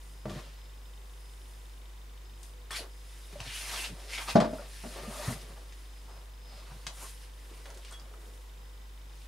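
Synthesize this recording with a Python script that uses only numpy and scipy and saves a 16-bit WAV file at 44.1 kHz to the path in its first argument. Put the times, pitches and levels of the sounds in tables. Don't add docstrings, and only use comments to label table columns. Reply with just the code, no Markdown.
import sys
import numpy as np
from scipy import signal
from scipy.fft import rfft, irfft, next_fast_len
from scipy.io import wavfile
from scipy.ndimage import uniform_filter1d, map_coordinates

SR = 44100
rng = np.random.default_rng(int(sys.argv[2]) if len(sys.argv) > 2 else 0)


def ratio_of_db(decibels):
    return 10 ** (np.asarray(decibels, float) / 20)


def transcribe(u):
    v = np.clip(np.atleast_2d(u).T, -1, 1)
    q = np.round(v * 32767).astype(np.int16)
    wavfile.write(sys.argv[1], SR, q)


N = 408807


def unit(x):
    return x / np.sqrt(np.mean(x ** 2) + 1e-20)


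def along(points, hz):
    f, v = np.transpose(points)
    return np.interp(np.log(hz + 1), np.log(f + 1), v)


def wobble(rate_hz):
    knots = rng.standard_normal(int(N * rate_hz / SR) + 4)
    return map_coordinates(knots, [np.arange(N) * rate_hz / SR])


def filtered(x, response):
    m = next_fast_len(N + SR // 2)
    return irfft(rfft(x, m) * response(np.fft.rfftfreq(m, 1 / SR)), m)[..., :N]


def resonant(x, peaks):
    def response(f):
        total = 0
        for k, (c, w, db) in enumerate(peaks):
            total = total + (-1) ** k * ratio_of_db(db) * 1j * f * w / (c * c - f * f + 1j * f * w)
        return total
    return filtered(x, response)


def panned(x, pan_db):
    return np.array([x * ratio_of_db(pan_db / 2), x * ratio_of_db(-pan_db / 2)])


def dying(points, channels):
    length = SR * 3 // 4
    hz, t, z = signal.stft(rng.standard_normal((channels, length)), SR, nperseg=256)
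    level_db = along([(p[0], p[1]) for p in points], hz)[:, None]
    t60 = along([(p[0], p[2]) for p in points], hz)[:, None]
    return signal.istft(z * ratio_of_db(level_db - 60 * t / t60), SR, nperseg=256)[1][:, :length]


# [f/Hz, level/dB per Hz]
AIR = [(44, -14), (75, -3.5), (154, -10.5), (240, -6.5), (700, -10.5), (2430, -13.5), (9990, -21.5),
       (16000, -26.5)]
# [f/Hz, width/Hz, level/dB]
AIR_HUMPS = [(474, 70, 2.5), (990, 190, 4)]
# [f/Hz, correlation]
AIR_ALIKE = [(60, 1.0), (180, 0.32), (550, 0.066), (1650, 0.13), (4970, 0.27), (15000, 0.61)]


def room_air():
    def response(hz):
        humps_db = sum(db * np.exp(-((hz - c) / w) ** 2) for c, w, db in AIR_HUMPS)
        turn = np.arccos(np.clip(along(AIR_ALIKE, hz), -1, 1)) / 2
        return ratio_of_db(along(AIR, hz) + humps_db) * [np.cos(turn), np.sin(turn)]
    mid, side = filtered(rng.standard_normal((2, N)), response)
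    return ratio_of_db(-57.5 + 0.027 * wobble(1.0)) * unit(np.array([mid + side, mid - side]))


# [t/s, level/dB]
HUM_SWELL = [(0.0, -46.5), (0.49, -46.5), (3.54, -46.5), (3.77, -45.5), (5.65, -46), (5.96, -46.5),
             (9.27, -46.5)]
# [multiple, level/dB rms]
HUM = [(2, -71.5), (3, -72.5), (7, -77.5), (8, -79.5), (10, -74.5), (40, -80)]


def freezer_hum():
    hum_hz, lag_rad = 49.495, 0.1
    t = np.arange(N) / SR
    phase = 2 * np.pi * hum_hz * t
    swell = ratio_of_db(np.interp(t, *np.transpose(HUM_SWELL)))
    hum = swell * np.sqrt(2) * np.sin(phase + np.array([[lag_rad], [-lag_rad]]))
    for k, db in HUM:
        hum = hum + ratio_of_db(db + 2.8 * wobble(12.0)) * np.sqrt(2) * np.sin(k * phase)
    return hum


# [t/s, level/dB]
WHINE_SWELL = [(0.0, -75), (.33, -69), (1.4, -71), (2.15, -78.5), (2.26, -65), (2.6, -73), (3.33, -72),
               (3.6, -69), (5.52, -70), (6.4, -68), (6.53, -67), (6.7, -74), (9.27, -73)]
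# [f/Hz, width/Hz, level/dB re whine]
WHINE = [(5064, 3.5, -0.5), (7640, 7.1, -13)]


def camera_whine():
    swell_db = np.interp(np.arange(N) / SR, *np.transpose(WHINE_SWELL))
    whine = np.zeros(N)
    for hz, width_hz, db in WHINE:
        line = unit(resonant(rng.standard_normal(N), [(hz, width_hz, 0)]))
        whine += ratio_of_db(db + swell_db) * line
    return whine


# [f/Hz, width/Hz, level/dB]
TICK = [(3040, 120, 4), (3680, 95, 7.5), (2000, 370, -23)]


def camera_tick():
    frame_hz, start_s = 25, .0162
    frames = np.arange(start_s, N / SR, 1 / frame_hz)
    kicks = np.zeros(N)
    kicks[(frames * SR).astype(int)] = ratio_of_db(1.9 * rng.standard_normal(len(frames)))
    return ratio_of_db(-71) * unit(resonant(kicks, TICK))


# [f/Hz, t60/s]
TILES = [(150, 0.11), (1000, 0.13), (4000, 0.17), (12000, 0.21)]


def room(x):
    tail = dying([(hz, 0, t60) for hz, t60 in TILES], channels=2)
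    late = np.pad(x, ((0, 0), (130, 0)))
    return signal.fftconvolve(late, tail / np.linalg.norm(tail[0]), axes=1)[:, :N]


def struck(events, modes, clatter, contact_s, pan_db):
    out, t = np.zeros((2, N + SR)), np.arange(SR * 3 // 4) / SR
    hz, level_db, t60 = np.transpose(modes)[:, :, None]
    chance = rng.standard_normal((len(events), len(modes), 1))
    for (s, db, clatter_db), scatter in zip(events, chance):
        decay = ratio_of_db(level_db + 1.2 * scatter - 60 * t / t60)
        ring = (decay * np.sin(2 * np.pi * hz * t)).sum(0)
        same, left, right = dying(clatter, channels=3)
        dense = same + 0.45 * np.array([left, right])
        blow = ring / np.abs(ring).max() + ratio_of_db(clatter_db) * dense / np.abs(same).max()
        out[:, round(s * SR):][:, :len(t)] += ratio_of_db(db) * (1 - np.exp(-t / contact_s)) * blow
    return out[:, :N] * panned(1.0, pan_db)[:, None]


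# [t/s, peak level/dB, clatter/dB re peak]
BOTTLE = [
    (0.2545, -29.5, -3),
    (0.279, -38, -6),
    (0.305, -32.5, -9),
    (0.386, -47, 2),
]
# [f/Hz, level/dB, t60/s]
LID = [(133, 4.5, 0.21), (204, 7, 0.15), (331, 1, 0.18), (621, 7, 0.066), (1160, -1.5, .06)]
# [f/Hz, level/dB, t60/s]
LID_CLATTER = [(80, -13, .25), (200, -2, 0.3), (600, 10, 0.09), (1200, -10, 0.068), (3000, -16, 0.056),
               (8000, -45, .06), (16000, -60, .04)]


def bottle():
    return struck(BOTTLE, LID, LID_CLATTER, 0.00075, .6)


# [t/s, peak level/dB, clatter/dB re peak]
BUCKLE = [
    (7.9094, -36, -8),
    (7.924, -38, 1),
]
# [f/Hz, level/dB, t60/s]
BRASS = [(7160, -6, .03), (7850, -6, 0.03), (8750, 4, 0.025)]
# [f/Hz, level/dB, t60/s]
BRASS_CLATTER = [(1000, -20, 0.027), (5000, 0, 0.027), (10000, 1, .03), (16000, -30, .02)]


def buckle():
    return struck(BUCKLE, BRASS, BRASS_CLATTER, .002, 0.092)


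# [t/s, peak level/dB, f/Hz, t60/s]
BUMPS = [(2.79, -43, 670, 0.06), (3.328, -51, 396, 0.066), (3.356, -38.5, 583, 0.058),
         (3.33, -45, 169, 0.063), (3.407, -38, 97, 0.056), (4.533, -33, 635, 0.095),
         (4.529, -32, 269, 0.075), (4.986, -41, 560, 0.074), (5.195, -41, 596, .1),
         (5.182, -42, 610, 0.055), (4.592, -37.5, 580, 0.078), (4.852, -39, 238, 0.13),
         (5.075, -39, 217, 0.12), (5.281, -21, 114, 0.033), (5.308, -35.5, 226, 0.12),
         (5.498, -51, 167, 0.079), (6.13, -56, 91.5, 0.1), (6.5, -58, 91.5, 0.086),
         (6.715, -46, 135, 0.087), (6.87, -47, 134, 0.073), (7.514, -40, 354, 0.021),
         (7.657, -42, 506, 0.023)]


def bumps():
    out, t = np.zeros(N + SR), np.arange(SR // 3) / SR
    for s, db, hz, t60 in BUMPS:
        puff = unit(uniform_filter1d(rng.standard_normal(len(t)), size=int(SR / hz / 3) + 1))
        push = np.sin(2 * np.pi * hz * t) + 0.2 * puff
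        out[round(s * SR):][:len(t)] += ratio_of_db(db + 2.5 - 60 * t / t60) * (1 - np.exp(-t / 0.0017)) * push
    return out[:N]


# [t/s, peak level/dB, f/Hz, ring t60/s, rattle/dB re peak]
CLICKS = [(0.256, -38, 1470, .006, -7), (0.297, -41.5, 3300, .006, 0), (0.388, -42, 1290, .008, 0),
          (3.3268, -42.5, 1800, 0.0045, -4), (7.539, -51, 2200, .006, 2), (2.4313, -39, 8750, 0.0033, 2),
          (2.7073, -33, 1770, .016, 0), (2.718, -37.5, 3390, 0.062, -12), (2.748, -37.5, 2270, 0.062, -6),
          (3.4029, -29.5, 2720, 0.0071, -4), (4.134, -36, 2250, 0.012, 3), (4.18, -32, 2200, 0.017, -3),
          (4.183, -33, 3330, 0.032, -8), (4.28, -38, 2300, .01, 1), (4.285, -35, 2600, 0.022, -4),
          (4.402, -29.5, 2500, 0.0033, 2.5), (4.446, -38.5, 2420, 0.01, -7),
          (4.585, -44.5, 1400, 0.049, -13), (5.417, -38, 10000, .003, -8), (5.724, -46, 2440, .004, 0),
          (6.8675, -19, 2680, 0.00032, -7.5), (6.869, -37, 2130, .012, -13),
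          (7.657, -37.5, 1470, 0.0026, -6), (7.704, -33, 6000, 0.0008, -14),
          (7.745, -40.5, 4000, 0.0018, -4), (7.774, -33, 6500, 0.00073, -10.5),
          (7.849, -34.5, 3000, 0.0012, -8), (7.868, -49, 2900, .015, -8), (7.928, -50, 3340, 0.12, -12),
          (7.94, -50, 3340, .14, -18), (8.14, -44, 1270, 0.012, -17), (7.998, -40.5, 5000, .007, -8)]
# [t/s, left-right level/dB]
BOOT_SIDE = [(2.7, 3.5), (4.1, 2), (6.87, 3), (7.6, -1.1)]


def clicks():
    out, t = np.zeros((2, N + SR)), np.arange(SR // 5) / SR
    for s, db, hz, t60, rattle_db in CLICKS:
        ring = ratio_of_db(-60 * t / t60) * np.cos(2 * np.pi * hz * t)
        band = signal.butter(1, [hz * .5, min(hz * 2.36, SR / 2.2)], "band", fs=SR)
        noise = unit(signal.lfilter(*band, rng.standard_normal(len(t))))
        rattle = ratio_of_db(rattle_db - 8 - 60 * t / 0.059) * noise
        pan_db = np.interp(s, *np.transpose(BOOT_SIDE))
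        out[:, round(s * SR):][:, :len(t)] += panned(-ratio_of_db(db) * (ring + rattle), pan_db)
    return out[:, :N]


# [t/s, peak level/dB, clatter/dB re peak]
HEEL = [
    (4.354, -2, -10),
    (4.401, -22.5, 5.5),
    (4.444, -26.5, 0),
    (4.527, -30.5, -11),
    (4.836, -34, -1.5),
]
# [f/Hz, level/dB, t60/s]
TUB = [(122, -12, 0.18), (172, -3, 0.13), (197, -0.5, 0.17), (222.7, -0.5, 0.28), (276.6, -9.5, 0.25),
       (330, -15, 0.23), (395, -9, 0.18), (577, -11, 0.18), (609, -0.5, 0.34), (666, 0.5, 0.28),
       (832, -6.5, 0.2), (948, -22, 0.13), (1014, -10, 0.091), (1150, -13, 0.11)]
# [f/Hz, level/dB, t60/s]
TUB_CLATTER = [(80, -11, 0.51), (250, -6.5, 0.33), (700, -0.5, 0.17), (1400, -10, 0.16), (2500, -25, 0.23),
               (5000, -21.5, 0.13), (10000, -41, 0.11), (16000, -55, .05)]
# [f/Hz, phase/rad]
TUB_LAG = [(60, 0.75), (260, 1), (1030, 0.75), (3270, 0)]


def heel():
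    blows = struck(HEEL, TUB, TUB_CLATTER, 0.0026, 1.7)
    return filtered(blows, lambda hz: np.exp(np.outer([-.5j, .5j], along(TUB_LAG, hz))))


def slips(spread_db, clump_db, clump_hz):
    spread = spread_db * np.minimum(rng.exponential(size=N), 5)
    return ratio_of_db(spread + clump_db * wobble(clump_hz)) * rng.standard_normal(N)


def patchy(x, depth_db, bump_db=lambda hz, t: 0, size=256):
    hz, t, z = signal.stft(x, SR, nperseg=size)
    field = uniform_filter1d(rng.standard_normal(z.shape), size=4, axis=0)
    field = uniform_filter1d(field, size=3072 // size, axis=1)
    gain = ratio_of_db(depth_db * unit(field) + bump_db(hz[:, None], t))
    return unit(signal.istft(z * gain, SR, nperseg=size)[1][:N])


def strokes(rows):
    end_drop_db, curve = 21.5, 1.63
    top_s, db, swell_s, fade_s = np.transpose(rows)[:4, :, None]
    off = np.arange(0, N / SR + .002, .001) - top_s
    reach = np.abs(off / np.where(off < 0, swell_s, fade_s))
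    return ratio_of_db(db - end_drop_db * reach ** curve) ** 2 + 1e-12


def read(per_ms, t):
    return np.interp(t * 1000, np.arange(len(per_ms)), per_ms)


def level(power):
    return read(np.sqrt(power.sum(0)), np.arange(N) / SR)


# [t/s, level/dB, swell/s, fade/s]
SHOVES = [(0.265, -36, .01, 0.18), (2.83, -56, 0.055, 0.074), (3.36, -46, 0.036, 0.1),
          (3.49, -52, 0.12, 0.066), (3.878, -58.5, 0.11, 0.17), (4.318, -53, 0.029, .06),
          (4.56, -52, 0.12, 0.11), (4.878, -59, 0.25, 0.18), (5.07, -49, .15, 0.1),
          (5.29, -36.5, 0.035, 0.12), (5.522, -54.5, 0.28, 0.17), (6.132, -63.5, 0.25, 0.22),
          (6.514, -58, 0.18, 0.11), (6.7, -57, .04, 0.34), (6.87, -58, 0.26, 0.26),
          (7.676, -62, 0.15, 0.13), (8.0, -66, .2, 0.16)]


def rumble():
    low = resonant(slips(0.52, 6.5, 25), [(124, 160, 0)])
    return level(strokes(SHOVES)) * unit(resonant(low, [(138, 130, 0)]))


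# [from t/s, to t/s]
IN_TUB = (4.56, 5.36)


def wall_contact():
    on_s, off_s = IN_TUB
    return np.interp(np.arange(N) / SR, [on_s - .05, on_s, off_s, off_s + 0.048], [0, 1, 1, 0])


# [t/s, level/dB, swell/s, fade/s, f/Hz]
FLEXES = [(0.265, -45, 0.009, 0.22, 379), (0.39, -49, 0.069, 0.13, 650), (2.711, -45.5, .01, 0.13, 1270),
          (2.83, -46.5, 0.12, 0.07, 477), (3.368, -51, 0.084, 0.065, 539), (3.415, -48, 0.038, 0.11, 820),
          (3.6, -67, 0.24, 0.37, 1110), (3.814, -45.5, 0.37, 0.1, 866), (4.0, -55.5, 0.7, 0.79, 523),
          (4.222, -43, 0.11, 0.11, 1070), (4.285, -37.5, 0.015, 0.067, 940), (4.56, -50.5, 0.27, 0.22, 570),
          (4.85, -62, 0.023, 0.16, 620), (4.93, -59, 0.091, .1, 600), (4.99, -44, 0.12, 0.15, 543),
          (5.15, -47.5, .08, 0.054, 1000), (5.09, -46, 0.17, 0.081, 330), (5.205, -47, 0.17, 0.14, 620),
          (5.28, -43, 0.087, 0.11, 1200), (5.31, -45.5, .05, .1, 330), (5.5, -55, 0.45, 0.3, 465),
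          (6.14, -57, 0.15, 0.2, 795), (6.55, -58.5, 0.16, .2, 700), (6.72, -56.5, 0.2, 0.21, 890),
          (6.875, -51, 0.012, 0.1, 745), (7.05, -52.5, 0.13, 0.046, 850), (7.53, -57, 0.2, 0.28, 398),
          (7.665, -49.5, 0.02, 0.18, 490), (7.93, -50.5, 0.037, 0.083, 1300), (8.03, -61, .1, 0.12, 1100),
          (8.26, -56, 0.5, 0.18, 394)]
# [f/Hz, width/Hz, level/dB]
SHAFT = [(296, 370, 0), (620, 230, 4.5), (1190, 710, 0.5)]
# [f/Hz, width/Hz, level/dB]
TUB_WALL = [(226, 38, -5.5), (593, 30, 0), (1210, 60, -8), (1850, 64, -15)]


def shaft_flexing(contact):
    flex = strokes(FLEXES)
    pitch_hz = (flex * np.transpose(FLEXES)[4][:, None]).sum(0) / flex.sum(0)

    def hollow_db(hz, t):
        return 9 * np.exp(-(np.log((hz + 1) / read(pitch_hz, t)) / 0.55) ** 2)

    shaft = patchy(resonant(slips(3.1, 2.3, 35), SHAFT), 1.7, hollow_db, size=512)
    wall = unit(resonant(slips(4.3, 1.8, 22), TUB_WALL))
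    return level(flex) * (shaft + 0.69 * contact * wall)


# [t/s, scrape level/dB, swell/s,
# fade/s, fizz/dB re scrape]
DRAGS = [(0.08, -71.5, 0.33, .3, 8.5), (1.5, -70, 1, .6, 5.5), (0.31, -52.5, 0.04, 0.41, -9.5),
         (2.444, -66, 0.13, 0.15, 5), (2.715, -46.5, .012, 0.077, 1), (2.77, -37, 0.061, 0.065, -7.5),
         (3.2, -61.5, 0.46, 0.36, 2.5), (3.335, -61, .02, .03, -2), (3.5, -44.5, 0.12, 0.26, -21),
         (3.59, -43.5, 0.14, 0.14, -0.5), (3.73, -38.5, 0.12, 0.13, -5.5), (3.835, -39, 0.51, 0.092, -5),
         (4.04, -56, 0.35, .12, -1.5), (4.14, -40.5, 0.085, 0.12, -7.5), (4.185, -44, 0.051, 0.094, -13),
         (4.222, -49, .1, 0.24, 0.5), (4.299, -35.5, 0.038, 0.057, -6.5)]
SLEEVE = [(4.56, -59, 0.21, 0.23, 0), (4.72, -57, 0.28, 0.47, -14), (4.878, -52, 0.42, 0.27, -0.5),
          (4.97, -52, 0.19, 0.22, -7), (5.212, -53, 0.35, 0.44, 0), (5.333, -45.5, 0.36, 0.032, 1),
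          (5.42, -53.5, 0.21, 0.11, -20), (5.75, -63, 1, 0.55, -2.5), (6.17, -65.5, 0.78, 0.18, -2.5),
          (6.55, -57.5, 0.15, 0.27, -9), (6.76, -59.5, .3, 0.65, -3), (6.89, -62, .025, .12, -19),
          (6.98, -56, 0.063, 0.12, 4.5), (7.04, -52.5, 0.13, 0.2, 2.5), (7.234, -57.5, 0.13, 0.081, -2.5),
          (7.55, -62, 0.52, 0.83, -0.5), (7.938, -56, 0.23, 0.047, -5), (8.27, -71.5, 0.22, 0.36, 7.5),
          (9.17, -62.5, 0.11, 0.37, -4)]
# [f/Hz, level/dB per Hz]
FIZZ = [(2940, -28), (4700, -6), (6020, -2.5), (7600, -2.5), (9690, 1.5), (11500, -5), (14400, -13),
        (16000, -22)]


def wool_fizz():
    fizz_db = np.transpose(DRAGS + SLEEVE)[4][:, None]
    fibres = strokes(DRAGS + SLEEVE) * ratio_of_db(fizz_db) ** 2
    noise = filtered(slips(1.8, 1.2, 45), lambda hz: ratio_of_db(along(FIZZ, hz)))
    return level(fibres) * patchy(noise, 1.6)


# [f/Hz, width/Hz, level/dB]
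SCRAPE = [(1830, 870, -0.5), (2980, 1140, 3), (3970, 1520, 2.5), (5770, 2400, -3), (8000, 3400, -13)]
# [t/s, f/Hz, level/dB]
SQUEAK = [(2.78, 4520, 7), (3.46, 2900, 6), (3.56, 2920, 6), (3.7, 2370, -1.5), (3.83, 2720, 9.5),
          (4.08, 2300, -8), (4.125, 2250, 13), (4.18, 2210, 7), (4.21, 2300, 11), (4.29, 2540, 7),
          (4.88, 2950, 1), (4.97, 1800, 0), (5.25, 1850, 11), (7, 4500, 8)]


def leather_scrape():
    rub = strokes(DRAGS + SLEEVE)
    at_s, centre_hz, strength_db = np.transpose(SQUEAK)

    def squeak_db(hz, t):
        firmness = np.clip((10 * np.log10(read(rub.sum(0), t)) + 54) / 12, 0, 1)
        peak = np.exp(-((hz - np.interp(t, at_s, centre_hz)) / 220) ** 2)
        return np.interp(t, at_s, strength_db) * firmness * peak

    return level(rub) * patchy(resonant(slips(3.2, 1.3, 60), SCRAPE), 1.8, squeak_db)


def rubbing():
    contact = wall_contact()
    mix = leather_scrape() + shaft_flexing(contact) + wool_fizz() + rumble()
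    return panned(ratio_of_db(-2.0) * mix, 0.39 + 1.0 * contact)


# [f/Hz, level/dB]
CAPSULE = [(40, -34), (70, -5.5), (110, 2.5), (6000, 1), (9500, -1), (12000, -11), (15000, -14)]


def capsule(x):
    return filtered(x, lambda hz: ratio_of_db(along(CAPSULE, hz)))


def scene():
    background = room_air() + freezer_hum() + camera_whine() + camera_tick()
    knocks = heel() + bottle() + bumps()
    taps = clicks() + buckle()
    rub = rubbing()
    hits = knocks + taps + ratio_of_db(-12) * room(knocks) + ratio_of_db(-2) * room(taps)
    return capsule(hits) + rub + ratio_of_db(-4.5) * room(rub) + background


# [f/Hz, level/dB]
PORTS = [(60, -24), (200, -7), (1000, -1.5), (5000, -3.5), (10000, -5.5), (13000, -21.5)]


def close_ports(dry):
    top_hz = 15740
    mid = filtered(dry.mean(0), lambda hz: hz < top_hz)
    side = filtered((dry[0] - dry[1]) / 2, lambda hz: ratio_of_db(along(PORTS, hz) + 1.5) * (hz < top_hz))
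    return np.array([mid + side, mid - side])


def band_limit(x):
    return signal.sosfilt(signal.butter(12, 16410, fs=SR, output="sos"), x)


def record(dry):
    mix = close_ports(dry)
    return band_limit(mix)


dry = scene()
out = record(dry)
transcribe(out)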